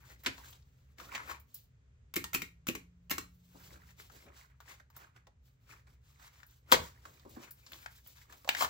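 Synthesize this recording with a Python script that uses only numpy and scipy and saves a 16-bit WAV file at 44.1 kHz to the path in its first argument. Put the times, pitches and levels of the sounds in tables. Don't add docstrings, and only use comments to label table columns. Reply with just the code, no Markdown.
import sys
import numpy as np
from scipy import signal
from scipy.fft import rfft, irfft, next_fast_len
from scipy.io import wavfile

SR = 44100
rng = np.random.default_rng(int(sys.argv[2]) if len(sys.argv) > 2 else 0)


def materialize(psi):
    bounded = np.clip(np.atleast_2d(psi).T, -1, 1)
    quanta = np.round(bounded * 32767).astype(np.int16)
    wavfile.write(sys.argv[1], SR, quanta)


N = 383229

LEAN_DB, LEAN_SPREAD_DB = -4.5, 2.5

# [start/s, swell/s, hold/s, hiss/dB, body re hiss/dB, dull re hiss/dB]
STROKES = [(0.0, 0.0065, 0.075, -66, -6, -8.5), (0.055, 0.043, 0.023, -63, -2, -4),
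           (0.168, 0.026, 0.045, -71.5, -8, -4), (0.304, 0.039, 0.22, -63.5, -4.5, -9.5),
           (.62, 0.05, 0.24, -82, -6.5, -7), (0.972, 0.018, .1, -59.5, -3, -0.5),
           (1.099, 0.038, .01, -52.5, 5, -1.5), (1.163, 0.025, 0.046, -61.5, 4, -0.5),
           (1.249, 0.052, 0.02, -53, 2.5, -7), (1.445, 0.048, .03, -76, -11.5, -13),
           (1.537, 0.016, 0.019, -62.5, -18, -22), (3.3, 0.34, 0.048, -66.5, -13, -13),
           (3.495, 0.025, 0.14, -70, -3, -5), (3.651, 0.054, 0.053, -64, -4.5, 2.5),
           (3.78, 0.029, 0.1, -68, -3.5, -13), (3.977, 0.024, 0.019, -56.5, -7, -8.5),
           (4.093, .03, 0.092, -65, -5, -1.5), (4.251, 0.022, 0.015, -74, 8, 15.5),
           (4.297, 0.066, 0.065, -64.5, -2.5, -16), (4.49, 0.016, 0.0058, -78, 7, -8),
           (4.632, 0.069, 0.022, -57.5, 0, -8), (4.938, 0.03, 0.04, -68.5, 3, -6),
           (4.998, 0.021, 0.019, -67.5, 5, -3), (5.139, 0.025, 0.0078, -76.5, 7, 0.5),
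           (5.432, 0.024, 0.029, -74, -9.5, -9), (5.551, 0.073, .04, -82, -4, -4),
           (5.667, 0.035, 0.036, -59.5, -0.5, -4.5), (5.847, .03, 0.046, -76.5, -2, -2),
           (6.017, 0.043, 0.2, -73, -5, -13), (6.188, 0.042, 0.041, -63, -0.5, -18),
           (6.298, 0.035, 0.08, -70.5, -1, -13), (6.458, .03, 0.083, -74, -8, -10),
           (6.665, .05, .01, -60.5, -1.5, 2), (6.698, 0.021, .005, -42, -1, -7.5),
           (6.798, 0.038, 0.029, -55.5, -3.5, -12), (6.894, 0.027, 0.3, -69, -4.5, -3),
           (7.264, 0.035, 0.055, -65, -10, -1), (7.361, 0.074, 0.012, -56.5, 0.5, -3),
           (7.522, 0.076, 0.2, -69, -5.5, -8), (7.65, 0.088, 0.023, -60, -7, -7),
           (7.769, 0.061, 0.0077, -58.5, -5.5, -14), (7.882, 0.034, 0.06, -64, -9.5, -20),
           (8.024, 0.036, 0.043, -62.5, -13, -8), (8.117, 0.069, 0.037, -63.5, -6, -18),
           (8.262, 0.045, 0.0086, -62.5, -1, -1.5), (8.34, .04, 0.09, -67, -13, -12),
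           (8.5, 0.017, .05, -62, -16, -10), (8.553, 0.046, 0.044, -41.5, -4, -12.5)]
SWELL_DB, FADE_DB_PER_S = 17, 279.5
BRIGHT_DB, BRIGHT_PER_BODY = -5, -0.4


def stroke_levels():
    t = np.arange(0, N, 64) / SR
    power = 1e-14
    for start, swell, hold, hiss_db, body_db, dull_db in STROKES:
        rise_db = np.minimum(SWELL_DB * ((t - start) / max(swell, .005) - 1), 0)
        fade_db = FADE_DB_PER_S * np.maximum(t - start - swell - hold, 0)
        band_db = np.array([dull_db, body_db, 0, BRIGHT_DB + BRIGHT_PER_BODY * body_db])
        level_db = np.maximum(hiss_db + rise_db - fade_db, -150)
        power = power + from_db(level_db + band_db[:, None]) ** 2
    return [np.interp(np.arange(N) / SR, t, gain) for gain in np.sqrt(power)]


def crackle():
    born = rng.random(N) < 350 * from_db(8 * drift(12)) / SR
    height = from_db(5.5 * np.minimum(rng.exponential(1, N), 4))
    pops = rms_one(born * height * rng.choice([-1, 1], N))
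    dealt = rng.integers(0, 10, N)
    rub = 0.12 * rng.standard_normal(N)
    out = 0
    for k, hz in enumerate(np.geomspace(950, 2300, 10)):
        ring = signal.iirpeak(hz, 5.0, SR)
        feed = pops * (dealt == k) + from_db(5.5 * drift(8)) * rub
        out = out + signal.lfilter(*ring, signal.lfilter(*ring, feed))
    return rms_one(out)


# [f/Hz, level/dB per Hz, relative]
PAPER = [(150, -3), (270, 0.5), (480, -1.5), (700, -4.5), (1100, -1), (2200, -3.5), (2800, -6),
         (4100, -2.5), (5500, -5.5), (8000, -5.5), (12000, -4), (17000, -2.5)]


def slide():
    gains = stroke_levels()
    together = drift(15)
    mix = 0
    for gain, part in zip(gains, bands(colour(rng.standard_normal(N), PAPER))):
        flicker_db = 2.4 * together + 1.2 * drift(30)
        mix = mix + gain * from_db(-3.5 + flicker_db) * part
    mix += gains[1] * from_db(-3) * crackle()
    return leaning(mix, LEAN_DB + LEAN_SPREAD_DB * drift(8.9))


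# [t/s, level/dB, f/Hz, t60/s, dull/dB, bright/dB]
SNAPS = [(0.235, -49, 1880, 0.067, -34, 4), (0.379, -45, 980, 0.079, -34, -15),
         (0.528, -48.5, 3200, .035, -24, -18), (0.623, -65, 4430, .04, -10, -20),
         (0.983, -44.5, 1830, .033, -8, -11), (0.999, -39, 1400, 0.036, -15, -26),
         (1.124, -48, 2080, .03, -23, -2), (1.149, -30.5, 2210, 0.077, -19, -14),
         (1.178, -39, 1310, 0.037, -30, -21), (1.295, -44.5, 1050, .03, 2, -10),
         (1.312, -38, 1180, 0.054, -8.5, -7), (3.999, -48, 1880, 0.019, -24.5, -9.5),
         (4.098, -51.5, 1340, 0.059, -30, -16), (4.603, -48.5, 1310, 0.059, -31, -8),
         (4.798, -50, 1630, 0.039, -6.5, -28), (4.901, -57.5, 990, 0.055, -27.5, -4),
         (4.966, -46, 1300, .024, -3.5, -22), (5.162, -53.5, 1640, .047, -30, -27),
         (5.269, -50.5, 1130, 0.037, -1, -15), (5.869, -59.5, 1400, 0.065, -27.5, -20),
         (6.197, -55.5, 1800, .055, -21, -10.5), (6.402, -52, 1956, .016, -13, -9),
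         (6.431, -45.5, 1590, .026, -22.5, -19), (7.053, -43.5, 1250, 0.058, -5.5, -14),
         (7.196, -55, 4400, .028, -21.5, -7), (7.664, -48.5, 4680, 0.065, -26, -17.5),
         (7.719, -42, 2570, 0.025, -31, 0.5), (7.732, -39.5, 3600, .022, -30, -15),
         (7.742, -47, 1330, .02, -25, -17), (7.86, -33.5, 1770, .021, -23, -25),
         (8.063, -54, 3020, 0.029, -19.5, -12), (8.324, -41.5, 766, 0.05, -13, -9),
         (8.446, -40.5, 980, 0.02, -3.5, -25), (8.476, -35.5, 825, 0.053, -22, -17),
         (8.49, -12.5, 2600, 0.02, -23.5, -10.5), (8.549, -24.5, 1900, 0.018, -21, -14),
         (8.568, -34.5, 2200, .035, -16, -12), (8.608, -22.5, 900, 0.073, -17, -8.5),
         (8.622, -20.5, 980, 0.041, -9, -11), (8.646, -22.5, 1060, 0.031, -17, -13)]
SNAP_DULL_HZ = 640


def snaps():
    return hits([(s, db, hz, SNAP_DULL_HZ, *rest) for s, db, hz, *rest in SNAPS])


# [t/s, level/dB, f/Hz, dull f/Hz, bright/dB]
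KNOCKS = [(0.247, -43, 1760, 400, -25.5), (0.261, -24, 2580, 260, -26), (0.265, -28, 1700, 250, -25.5),
          (6.717, -18, 3660, 520, -0.5), (6.722, -10.5, 984, 500, -28), (6.731, -21, 4100, 440, -21),
          (6.74, -22.5, 2010, 510, -28)]
KNOCK_T60_S, KNOCK_DULL_DB = 0.063, -3.5


def knocks():
    return hits([(s, db, hz, dull_hz, KNOCK_T60_S, KNOCK_DULL_DB, bright_db)
                 for s, db, hz, dull_hz, bright_db in KNOCKS])


# [t/s, level/dB, cap f/Hz, dull/dB]
NAIL_TOUCHES = [(2.139, -34.5, 2370, -38), (2.332, -32, 2320, -34), (2.669, -31, 1360, -17),
                (3.097, -38.5, 2740, -17.5)]
BOTTOMINGS = [(2.164, -24, 2310, -7.5), (2.347, -21.5, 2480, -14.5), (2.686, -27.5, 2600, -2),
              (3.112, -22.5, 2130, -11)]
RETURNS = [(2.241, -30, 1010, -16), (2.419, -29.5, 2250, -12), (2.751, -32, 2320, -5.5),
           (3.181, -26.5, 1190, -13.5)]
# [offset from step t/s, level/dB re step, t60/s, dull/dB re step, bright/dB]
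TOUCH = [(0, 0.5, 0.026, -0.5, -1.5)]
BOTTOMING = [(-.006, -9.5, 0.067, -11.5, 3.5), (0, 1.5, 0.02, 1, -12), (.011, -8, .022, 1.5, -7)]
RETURN = [(0, 1, 0.018, 0.5, -4), (.005, -9, 0.023, 3.5, -9)]
# [f/Hz, level/dB per Hz, relative]
PLASTIC = [(150, 4.5), (350, 10.5), (700, -9), (1200, -6.5), (2300, -6.5), (4000, -7.5), (8000, -3.5),
           (14000, 6.5), (17000, -10.5)]
# [f/Hz, level/dB, t60/s], relative
CASE = [(1118, -3, 0.1), (1360, 4.5, 0.036), (1852, -3, 0.18), (2210, -0.5, 0.098), (2140, -12.5, 0.13),
        (2560, -18, 0.033), (2740, -1.5, 0.1), (3790, -6.5, 0.12), (4154, -10.5, 0.23), (4660, -8.5, 0.036),
        (5230, -14.5, 0.027)]
BASE = [(208, -7.5, 0.11), (272, -9, 0.24), (361, -7.5, 0.058)]


def keys():
    rows = [(moment + after, db + contact_db, hz, t60, dull_db + contact_dull_db, bright_db)
            for steps, contacts in [(NAIL_TOUCHES, TOUCH), (BOTTOMINGS, BOTTOMING), (RETURNS, RETURN)]
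            for moment, db, hz, dull_db in steps
            for after, contact_db, t60, contact_dull_db, bright_db in contacts]
    s, level_db, cap_hz, t60, dull_db, bright_db = np.transpose(rows)
    noise = resonate(struck(len(s), PLASTIC, crack_db=14), cap_hz, 9.0, 4.0)
    rattle = bursts(noise, level_db - 4, t60, dull_db + 2.5, bright_db, tail_db=-16.5)
    case = ringing(CASE, level_db - 23.5)
    base = ringing(BASE, level_db + dull_db - 9)
    return place(s, rattle + case + base, scattered_lean(len(s)))


# [t/s, level of the dull part/dB, relative]
THUDS = [(3.546, -48.5), (3.739, -61), (4.29, -62.5), (7.25, -44.5), (7.365, -40.5)]
# [f/Hz, dull f/Hz, t60/s, dull re middle/dB, bright re middle/dB]
THUD_SHAPE = (1093, 257, 0.14, 18, -20)


def thuds():
    return hits([(s, db - THUD_SHAPE[3], *THUD_SHAPE) for s, db in THUDS])


# [t/s, level of the bright part/dB, relative]
TICKS = [(.504, -51), (1.398, -55), (1.543, -39.5), (4.964, -44.5), (6.465, -56.5), (6.509, -63),
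         (7.293, -55), (7.508, -43), (8.071, -45)]
# [f/Hz, dull f/Hz, t60/s, dull re middle/dB, bright re middle/dB]
TICK_SHAPE = (5009, 248, 0.08, -28, 16.5)


def bead_ticks():
    return hits([(s, db - TICK_SHAPE[4], *TICK_SHAPE) for s, db in TICKS])


ROOM_T60_S, ROOM_DB = 0.25, -12.5


def room(x):
    t = np.arange(round(.4 * SR)) / SR
    tails = rng.standard_normal((2, len(t))) * from_db(-60 * t / ROOM_T60_S) * (t > .004)
    tails = colour(tails, [(200, -5.5), (3000, -4.0), (15000, -10.5)])
    tails = tails / np.sqrt(np.sum(tails ** 2, axis=1, keepdims=True))
    return from_db(ROOM_DB) * signal.fftconvolve(x[None], tails, axes=1)[:, :N]


# [t/s, level/dB]
RUMBLE = [(0.0, -61), (2.83, -62), (3.17, -62.5), (3.41, -62.5), (3.82, -59), (4.23, -64), (5.28, -65),
          (5.81, -63), (6.58, -65), (6.73, -61.5), (8.3, -64), (8.69, -67.5)]
# [f/Hz, level/dB per Hz, relative]
AIR = [(15, -73), (25, -40), (45, -15), (66, -2), (92, -13.5), (126, -8), (190, -27), (286, -30),
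       (323, -48), (401, -33.5), (770, -47), (1670, -46), (5850, -56.5), (6280, -54), (8000, -58.5),
       (10400, -77.5), (17600, -120)]
# [t/s, f/Hz, rms level/dB]
DRONE = [(2.15, 165, -69), (2.65, 166, -68), (2.8, 175, -66), (3.3, 176, -66), (3.75, 176, -68),
         (4.0, 176, -75)]


def background():
    spectrum = AIR + [(17000, AIR[-1][1] - 3)]
    air = from_db(in_time(RUMBLE)[0]) * rms_one(colour(rng.standard_normal((2, N)), spectrum))
    hum_hz, hum_db = in_time(DRONE)
    t = np.arange(N) / SR
    sounding = np.clip(np.minimum(t - DRONE[0][0], DRONE[-1][0] - t) / 0.033, 0, 1)
    hum = np.sqrt(2) * from_db(hum_db) * np.sin(2 * np.pi * np.cumsum(hum_hz) / SR)
    air[0] += sounding * hum
    return air


def hits(rows):
    s, level_db, centre_hz, dull_hz, t60, dull_db, bright_db = np.transpose(rows)
    noise = resonate(struck(len(s), PAPER, crack_db=16), centre_hz, 3.5, 3.35)
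    noise = resonate(noise, dull_hz, 3.35, 4.0)
    sounds = bursts(noise, level_db - 5.5, t60, dull_db, bright_db, tail_db=-20.0)
    return place(s, sounds, scattered_lean(len(s)))


def bursts(noise, level_db, t60, dull_db, bright_db, tail_db):
    t = np.arange(noise.shape[1]) / SR
    dull, _, _, bright = bands(noise)
    middle = rms_one(band_pass(noise, 2, [700, 9500]))
    desk = rms_one(band_pass(noise, 2, [52, 140]))
    fall = (dying(t60) + from_db(tail_db) * dying(t60 + .15)) * (1 - np.exp(-t / 0.0006))
    swell = dying(t60 + 0.05) * (1 - np.exp(-t / .003))
    thump = from_db(-16.5) * desk * dying(t60 + 0.45) * (1 - np.exp(-t / 0.016))
    upper = fall * (middle + from_db(bright_db)[:, None] * bright)
    lower = from_db(dull_db)[:, None] * (swell * dull + thump)
    return from_db(level_db)[:, None] * (upper + lower)


def struck(count, spectrum, crack_db):
    noise = rng.standard_normal((count, 6000))
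    noise[:, 30] += from_db(crack_db) * np.sign(noise[:, 0])
    return colour(noise, spectrum)


def resonate(rows, centres_hz, sharp, gain):
    return np.array([x + gain * signal.lfilter(*signal.iirpeak(hz, sharp, SR), x)
                     for x, hz in zip(rows, centres_hz)])


def ringing(modes, level_db):
    out = 0
    t = np.arange(6000) / SR
    for hz, mode_db, t60 in modes:
        chance = rng.standard_normal((len(level_db), 2))
        height = from_db(level_db + mode_db + 3.2 * chance[:, 0])
        wave = np.sin(2 * np.pi * hz * np.outer(1 + 0.022 * chance[:, 1], t))
        out = out + height[:, None] * wave * from_db(-60 * t / t60)
    return out


def dying(t60, size=6000):
    return from_db(-60 * np.arange(size) / SR / np.clip(t60, .004, .4)[:, None])


def band_pass(x, order, edges_hz):
    return signal.sosfilt(signal.butter(order, edges_hz, "band", fs=SR, output="sos"), x)


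# [low edge/Hz, high edge/Hz]
EDGES_HZ = [(150, 700), (700, 2600), (2600, 9500), (9500, 18000)]


def bands(x):
    return [rms_one(band_pass(x, 3, hz)) for hz in EDGES_HZ]


def scattered(x):
    paths = rng.standard_normal((2, 900)) * from_db(-60 * np.arange(900) / SR / .015)
    first, second = signal.fftconvolve(x[None], rms_one(paths) / 30, axes=1)[:, :N]
    angle = 2 * drift(2)
    return first * np.cos(angle) + second * np.sin(angle)


def scattered_lean(count):
    return LEAN_DB + LEAN_SPREAD_DB * rng.standard_normal(count)


def leaning(x, pan_db):
    return np.array([x, x * np.tanh(pan_db * np.log(10) / 40)])


def place(times, sounds, pan_db):
    out = np.zeros((2, N + sounds.shape[1]))
    for s, sound, pan in zip(times, sounds, pan_db):
        start = round(s * SR)
        out[:, start:start + len(sound)] += leaning(sound, pan)
    return out[:, :N]


def drift(rate_hz):
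    r = np.exp(-2 * np.pi * rate_hz / SR)
    return rms_one(signal.lfilter([1], [1, -2 * r, r * r], rng.standard_normal(N + SR))[SR:])


def colour(x, spectrum, turn_rad=0):
    size = next_fast_len(x.shape[-1] + 512)
    hz = np.arange(size // 2 + 1) * SR / size + 1
    table_hz, table_db = np.array(spectrum).T
    gain = from_db(np.interp(np.log(hz), np.log(table_hz), table_db)) * np.exp(1j * turn_rad)
    return irfft(rfft(x, size) * gain, size)[..., :x.shape[-1]]


def in_time(rows):
    s, *columns = np.transpose(rows)
    return [np.interp(np.arange(N) / SR, s, c) for c in columns]


def from_db(db):
    return 10 ** (np.asarray(db) / 20)


def rms_one(x):
    return x / np.sqrt(np.mean(x ** 2, axis=-1, keepdims=True) + 1e-20)


# [f/Hz, level/dB]
PORT_SUM = [(100, -0.5), (7600, 0.5), (8100, -1), (8600, -16.5), (11200, -17), (11900, 2), (14000, 1),
            (15800, 7.5), (16300, -35.5)]
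PORT_DIFF = [(50, -29), (150, -16), (300, -5), (480, -1), (700, 1), (2500, 2.5), (4500, -2), (8000, 5),
             (13000, 4), (14300, -23), (17000, -40.5)]
PORT_TURN_RAD = -0.67


def scene():
    near, lean = slide() + snaps() + knocks() + keys() + thuds() + bead_ticks()
    diffuse = room(near) + background()
    alike = colour(near + diffuse[0], PORT_SUM)
    opposite = colour(.5 * near, PORT_DIFF, PORT_TURN_RAD)
    opposite += colour(0.76 * scattered(near) + lean + diffuse[1], PORT_DIFF)
    return np.array([alike + opposite, alike - opposite])


CUTOFF_HZ = 16900


def record(dry):
    return signal.sosfilt(signal.cheby2(12, 70, CUTOFF_HZ, fs=SR, output="sos"), dry)


dry = scene()
out = record(dry)
materialize(out)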